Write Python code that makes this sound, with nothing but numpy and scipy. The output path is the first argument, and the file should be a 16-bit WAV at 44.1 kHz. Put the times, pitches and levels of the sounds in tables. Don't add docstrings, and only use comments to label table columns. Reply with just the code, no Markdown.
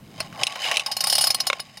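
import sys
import numpy as np
from scipy import signal
from scipy.fft import rfft, irfft
from scipy.io import wavfile
from scipy.ndimage import map_coordinates

SR = 44100
rng = np.random.default_rng(int(sys.argv[2]) if len(sys.argv) > 2 else 0)


def dump_mix(stems):
    frames = np.atleast_2d(stems).T
    limited = np.clip(frames, -1, 1)
    pcm = np.round(limited * 32767).astype(np.int16)
    wavfile.write(sys.argv[1], SR, pcm)


N = 79380

# frequency in Hz, gain in dB.
CONTACT_TONE = [(1470, -16.5), (2500, -21.5), (2900, 4), (3210, -5), (4020, -9.5), (5110, 3.5), (6450, -17),
                (7650, -14), (9290, -9.5), (11500, -16.5), (15500, -26), (16000, -33)]
# frequency in Hz, gain in dB.
CASTING_TONE = [(50, -39.5), (380, -10.5), (620, 7.5), (1100, 0.5), (1500, 3.5), (2500, 2.5), (4000, -22.5),
                (8000, -22)]
# frequency in Hz, gain in dB.
CRACK_TONE = [(470, -54.5), (800, -28.5), (1750, -13.5), (2700, 8), (3400, -4), (3850, 1.5), (4650, -13.5),
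              (5400, -4), (7800, -17), (10300, -17.5), (16000, -38.5)]

EVENT_S, LEVEL_WINDOW_S, STRIKE_RISE_S = .25, .02, .0002
HOUSING_LOW_HZ, CONTACT_LOW_HZ, TOP_HZ = 378, 2650, 16000
JUDDER_HZ = 102


def undb(db):
    return 10 ** (np.asarray(db) / 20)


def unit(x):
    return x / np.sqrt(np.mean(x ** 2) + 1e-20)


def blow(x):
    return x / np.sqrt(np.sum(x ** 2) / (LEVEL_WINDOW_S * SR) + 1e-20)


def curve(rows):
    return undb(np.interp(np.arange(N) / SR, *np.array(rows).T))


def event_time():
    return np.arange(int(EVENT_S * SR)) / SR


def add(out, start_s, x):
    i = max(int(start_s * SR), 0)
    out[i:i + len(x)] += x[:max(N - i, 0)]


def through(x, response):
    return signal.fftconvolve(x, response)[:len(x)]


def cut(x, hz, kind, order=2):
    return signal.sosfilt(signal.butter(order, hz, kind, fs=SR, output="sos"), x)


def colour(x, points, size=2048):
    hz, db = np.array(points).T
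    bins_hz = np.maximum(np.fft.rfftfreq(size, 1 / SR), 1)
    gain = undb(np.interp(np.log(bins_hz), np.log(hz), db))
    cepstrum = irfft(np.log(gain))
    cepstrum[1:size // 2] *= 2
    cepstrum[size // 2 + 1:] = 0
    return through(x, irfft(np.exp(rfft(cepstrum))))


def ring(modes):
    t = event_time()
    return sum((-1) ** k * undb(db) * np.sin(2 * np.pi * hz * t) * np.exp(-np.log(1000) * t / t60)
               for k, (hz, db, t60) in enumerate(modes))


def resonances(peaks, damping=1):
    return ring([(hz, db + 20 * np.log10(width), np.log(1000) / (np.pi * width * damping))
                 for hz, width, db in peaks])


def waver(top_hz):
    return unit(cut(rng.standard_normal(N), top_hz, "low"))


def wander(x, depth=.025, top_hz=12):
    drift = np.cumsum(depth * waver(top_hz))
    return map_coordinates(x, [np.arange(N) + drift], mode="mirror")


def grains(per_s, spread_db, size=N):
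    hits = rng.random(size) < per_s / SR
    signs = np.sign(rng.standard_normal(size))
    return hits * signs * undb(spread_db * np.clip(rng.standard_normal(size), -2, 2))


def chatter(rise_s, decay_s):
    t = event_time()
    impacts = grains(per_s=6000, spread_db=6, size=len(t))
    return blow(impacts * (1 - np.exp(-t / rise_s)) * np.exp(-t / decay_s))


def strike(decay_s):
    force = chatter(STRIKE_RISE_S, decay_s)
    return force + undb(-3) * blow(signal.unit_impulse(len(force)))


def splash(force, count=90, t60_s=.016):
    offsets, weights = rng.random((count, 2)).T
    mode_hz = CONTACT_LOW_HZ + (TOP_HZ - CONTACT_LOW_HZ) * (np.arange(count) + offsets) / count
    plate = ring([(hz, 20 * np.log10(weight + 1e-6), t60_s) for hz, weight in zip(mode_hz, weights)])
    return force + undb(-5) * blow(through(force, plate))


def workshop(hum_hz=116.3):
    # frequency in Hz, gain in dB.
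    drone_tone = [(25, -21), (60, -17.5), (135, -2), (200, -4), (350, -16), (700, -22.5), (6000, -38),
                  (16000, -40.5)]
    # time in seconds, level in dB.
    bed_levels = [(0, -47), (.41, -44.5), (.46, -57), (.8, -56.5), (1.3, -48.5), (1.55, -54), (1.8, -54)]
    drone = unit(colour(rng.standard_normal(N), drone_tone))
    hum = unit(np.sin(2 * np.pi * hum_hz * np.arange(N) / SR))
    return curve(bed_levels) * (drone + undb(-14) * hum)


def room(x, t60_s=.31, delay_s=.0062):
    t = event_time()
    tail = rng.standard_normal(len(t)) * np.exp(-np.log(1000) * t / t60_s) * (t > delay_s)
    return through(x, tail / np.linalg.norm(tail))


def housing_ring():
    # frequency in Hz, width in Hz before damping scales it, level in dB.
    peaks = [(834, 122, -1), (1085.7, 31.3, 4), (2885, 18, 2), (3764, 41, 4.5)]
    return cut(resonances(peaks, damping=.8), HOUSING_LOW_HZ, "high")


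def groan(pitch_hz=847, pitch_waver=.032):
    # centre in seconds, half length in seconds, level in dB.
    swells = [(0.889, 0.0058, -32), (0.91, 0.0064, -33.5)]
    t = np.arange(N) / SR
    hz = pitch_hz * (1 + pitch_waver * waver(JUDDER_HZ))
    envelope = sum(undb(db) * np.exp(-((t - at) / width) ** 2) for at, width, db in swells)
    return envelope * unit(np.sin(2 * np.pi * np.cumsum(hz) / SR))


def friction(housing, tooth_hz=106.7, tooth_db=3, judder_db=3):
    # time in seconds, level in dB.
    rub_levels = [(0, -92), (.15, -48.5), (.22, -40), (.31, -50.5), (.42, -28), (.45, -41.5), (.62, -38),
                  (.66, -30), (.72, -24.5), (.76, -37), (.79, -36.5), (.845, -46), (.885, -43),
                  (.95, -45.5), (1.2, -36.5), (1.42, -43), (1.57, -43.5), (1.65, -54.5)]
    # time in seconds, level in dB.
    scrape_levels = [(0, -61), (.11, -52.5), (.22, -38.5), (.31, -51.5), (.375, -41.5), (.415, -32.5),
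                     (.46, -38), (.585, -37), (.62, -26.5), (.71, -23.5), (.76, -32.5), (.82, -39),
                     (.85, -45.5), (1.0, -42), (1.2, -36.5), (1.42, -41), (1.57, -42.5), (1.65, -48.5)]
    # frequency in Hz, gain in dB.
    rasp_tone = [(800, -32), (1700, -0.5), (2150, 7), (3350, -4.5), (3770, 5), (4450, -3), (5100, 7.5),
                 (5550, -11), (6300, -2), (7700, -10), (8600, -8.5), (16000, -26)]
    # frequency in Hz, width in Hz, level in dB.
    plate_peaks = [(2280, 165, 4), (2990, 140, 12)]
    teeth = np.sin(2 * np.pi * tooth_hz * np.arange(N) / SR)
    judder = undb(tooth_db * teeth + judder_db * waver(JUDDER_HZ))
    slips = judder * grains(per_s=4000, spread_db=2)
    grit = judder * grains(per_s=16000, spread_db=2)

    rub_top_hz = 1250
    whir = unit(cut(through(slips, housing), rub_top_hz, "low", order=4))
    body = unit(cut(colour(slips, CASTING_TONE), rub_top_hz, "low"))
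    rub = undb(-3) * whir + undb(-6) * body

    scrape = curve(scrape_levels)
    pressure = (scrape / scrape.max()) ** .33
    sing = pressure * unit(wander(through(grit, resonances(plate_peaks))))
    rasp = undb(-4) * unit(colour(grit, rasp_tone)) + undb(-1.5) * sing
    return curve(rub_levels) * wander(rub) + scrape * rasp


def lever():
    # start in seconds, level in dB, chatter decay in seconds, housing share in dB.
    knocks = [(.327, -48, 0.0052, 4), (0.4344, -19, 0.001, -15.5), (0.4687, -23, 0.0047, -17),
              (.524, -39.5, 0.00035, -17), (0.558, -37, 0.012, 4), (.652, -30.5, 0.0071, -3.5),
              (.714, -23, 0.0064, -1), (0.7427, -33, 0.0044, -8), (0.758, -30.5, 0.0014, -26),
              (0.77, -18.5, 0.0019, -14), (0.78, -34.5, 0.0012, -3), (0.796, -24, 0.007, -14)]
    # frequency in Hz, level in dB, t60 in seconds.
    modes = [(2990, 1.5, 0.055), (5300, -7, 0.04), (5180, -5, 0.04), (9450, -4, .04)]
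    out, response = np.zeros(N), ring(modes)
    for start, db, decay_s, housing_db in knocks:
        force = strike(decay_s)
        crack = blow(colour(splash(force), CRACK_TONE))
        ping = blow(through(force, response))
        body = blow(colour(force, CASTING_TONE))
        add(out, start, undb(db) * (crack + undb(-11.5) * ping + undb(housing_db) * body))
    return out


def stop():
    # start in seconds, level in dB, chatter decay in seconds.
    hits = [(1.5003, -18, 0.0036), (1.5299, -21.5, 0.0045), (1.596, -34.5, 0.0061)]
    # frequency in Hz, level in dB, t60 in seconds.
    modes = [(563, -5, 0.029), (1070, -2, 0.031), (1420, 1, 0.013), (2200, 4.5, 0.02), (2400, 7, 0.0052),
             (3620, -1.5, 0.013), (4950, -18, 0.022), (6900, -7, .005)]
    out = np.zeros(N)
    clack = blow(cut(ring(modes), HOUSING_LOW_HZ, "high", order=3))
    for start, db, decay_s in hits:
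        crack = blow(cut(colour(strike(decay_s), CRACK_TONE), CONTACT_LOW_HZ, "high"))
        add(out, start, undb(db) * (undb(-10) * crack + undb(-3) * clack))
    return out


def landing(decay_s, slap_delay_s=.0018):
    slap = np.roll(chatter(STRIKE_RISE_S, decay_s=.0019), int(slap_delay_s * SR))
    scuff = chatter(rise_s=.0034, decay_s=decay_s)
    return blow(scuff + slap)


def steel(force, t60_s=.056, detune=.0012, spread_db=2.5):
    # frequency in Hz, level in dB.
    modes = [(4264, -29), (4654, -32.5), (4985, -27.5), (5070, -25), (5276, -33.5), (6056, -35),
             (6853, -40.5), (8010, -49), (9087, -42.5), (9313, -35.5), (9555, -44.5), (10492, -36.5),
             (10850, -46.5), (12021, -45), (12839, -53), (13850, -43.5), (14363, -55), (14831, -53)]
    contact = cut(colour(splash(force), CONTACT_TONE), CONTACT_LOW_HZ, "high")
    chance = rng.standard_normal((len(modes), 2))
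    response = ring([(hz * (1 + detune * shift), db + spread_db * lift, t60_s)
                     for (hz, db), (shift, lift) in zip(modes, chance)])
    return undb(-6) * blow(through(force, response)) + undb(-6.5) * blow(contact)


def latch(start_s=.2015, level_db=-28):
    # frequency in Hz, level in dB, t60 in seconds.
    modes = [(703, 1.5, 0.032), (4236, -3, 0.056), (4680, -6.5, 0.058), (5308, 1, 0.056),
             (9670, -10, 0.041), (12700, -22, 0.067)]
    out, force = np.zeros(N), landing(decay_s=.0043)
    ping = blow(through(force, ring(modes)))
    body = blow(colour(force, CASTING_TONE))
    crack = blow(colour(force, CONTACT_TONE))
    add(out, start_s, undb(level_db) * (ping + undb(-2.5) * body + undb(-3) * crack))
    return out


def rattle():
    # time in seconds, level in dB.
    levels = [(.8, -84), (1.02, -38.5), (1.12, -29.5), (1.25, -28), (1.34, -46), (1.57, -72), (1.65, -89)]
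    return curve(levels) * unit(steel(grains(per_s=1800, spread_db=13)))


def pawl(housing, shelf_hz=7800):
    # start in seconds, level in dB, housing share in dB, treble shelf in dB,
    # chatter decay in seconds.
    clicks = [(0.86, -22, -5.5, 1, 0.0095), (0.914, -21, -9.5, -2, 0.0095), (0.966, -22, -9, 1.5, 0.0025),
              (1.005, -19.5, -8.5, 2.5, 0.0042), (1.038, -18, -5.5, 2.5, 0.0047),
              (1.068, -20, -5, 9, 0.013), (1.097, -16.5, -14, 3, 0.0063), (1.124, -16, -7.5, 5.5, 0.0083),
              (1.1521, -17, -9.5, 5.5, 0.0018), (1.180, -15.5, -7.5, 2, 0.0044),
              (1.208, -19, -7, 8.5, 0.0072), (1.238, -17, -5, 8, 0.0068), (1.268, -16.5, -8.5, 5.5, 0.0044),
              (1.302, -16, -8, 2, 0.0047), (1.345, -19, -8.5, 4, 0.0013), (1.401, -17, -10.5, -1.5, 0.0047),
              (1.467, -18, -7, 2.5, 0.0066), (1.5997, -28.5, -5.5, 1, 0.00094),
              (1.7705, -37.5, -2, -1.5, 0.0045)]
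    out = np.zeros(N)
    for start, db, housing_db, treble_db, decay_s in clicks:
        force = landing(decay_s)
        shelf = [(shelf_hz / 2 ** .25, 0), (shelf_hz * 2 ** .25, treble_db)]
        metal = colour(steel(force), shelf)
        clang = blow(through(force, housing))
        knock = blow(colour(force, CASTING_TONE))
        body = undb(-9) * clang + undb(-7.5) * knock
        add(out, start, undb(db) * (metal + undb(housing_db) * body))
    return out


def scene():
    housing = housing_ring()
    mechanism = latch() + pawl(housing) + rattle() + lever() + stop() + friction(housing) + groan()
    return (mechanism + undb(-32) * room(mechanism) + workshop())[None]


def record(dry):
    return signal.sosfilt(signal.ellip(8, .2, 80, TOP_HZ, fs=SR, output="sos"), dry)


dry = scene()
out = record(dry)
dump_mix(out)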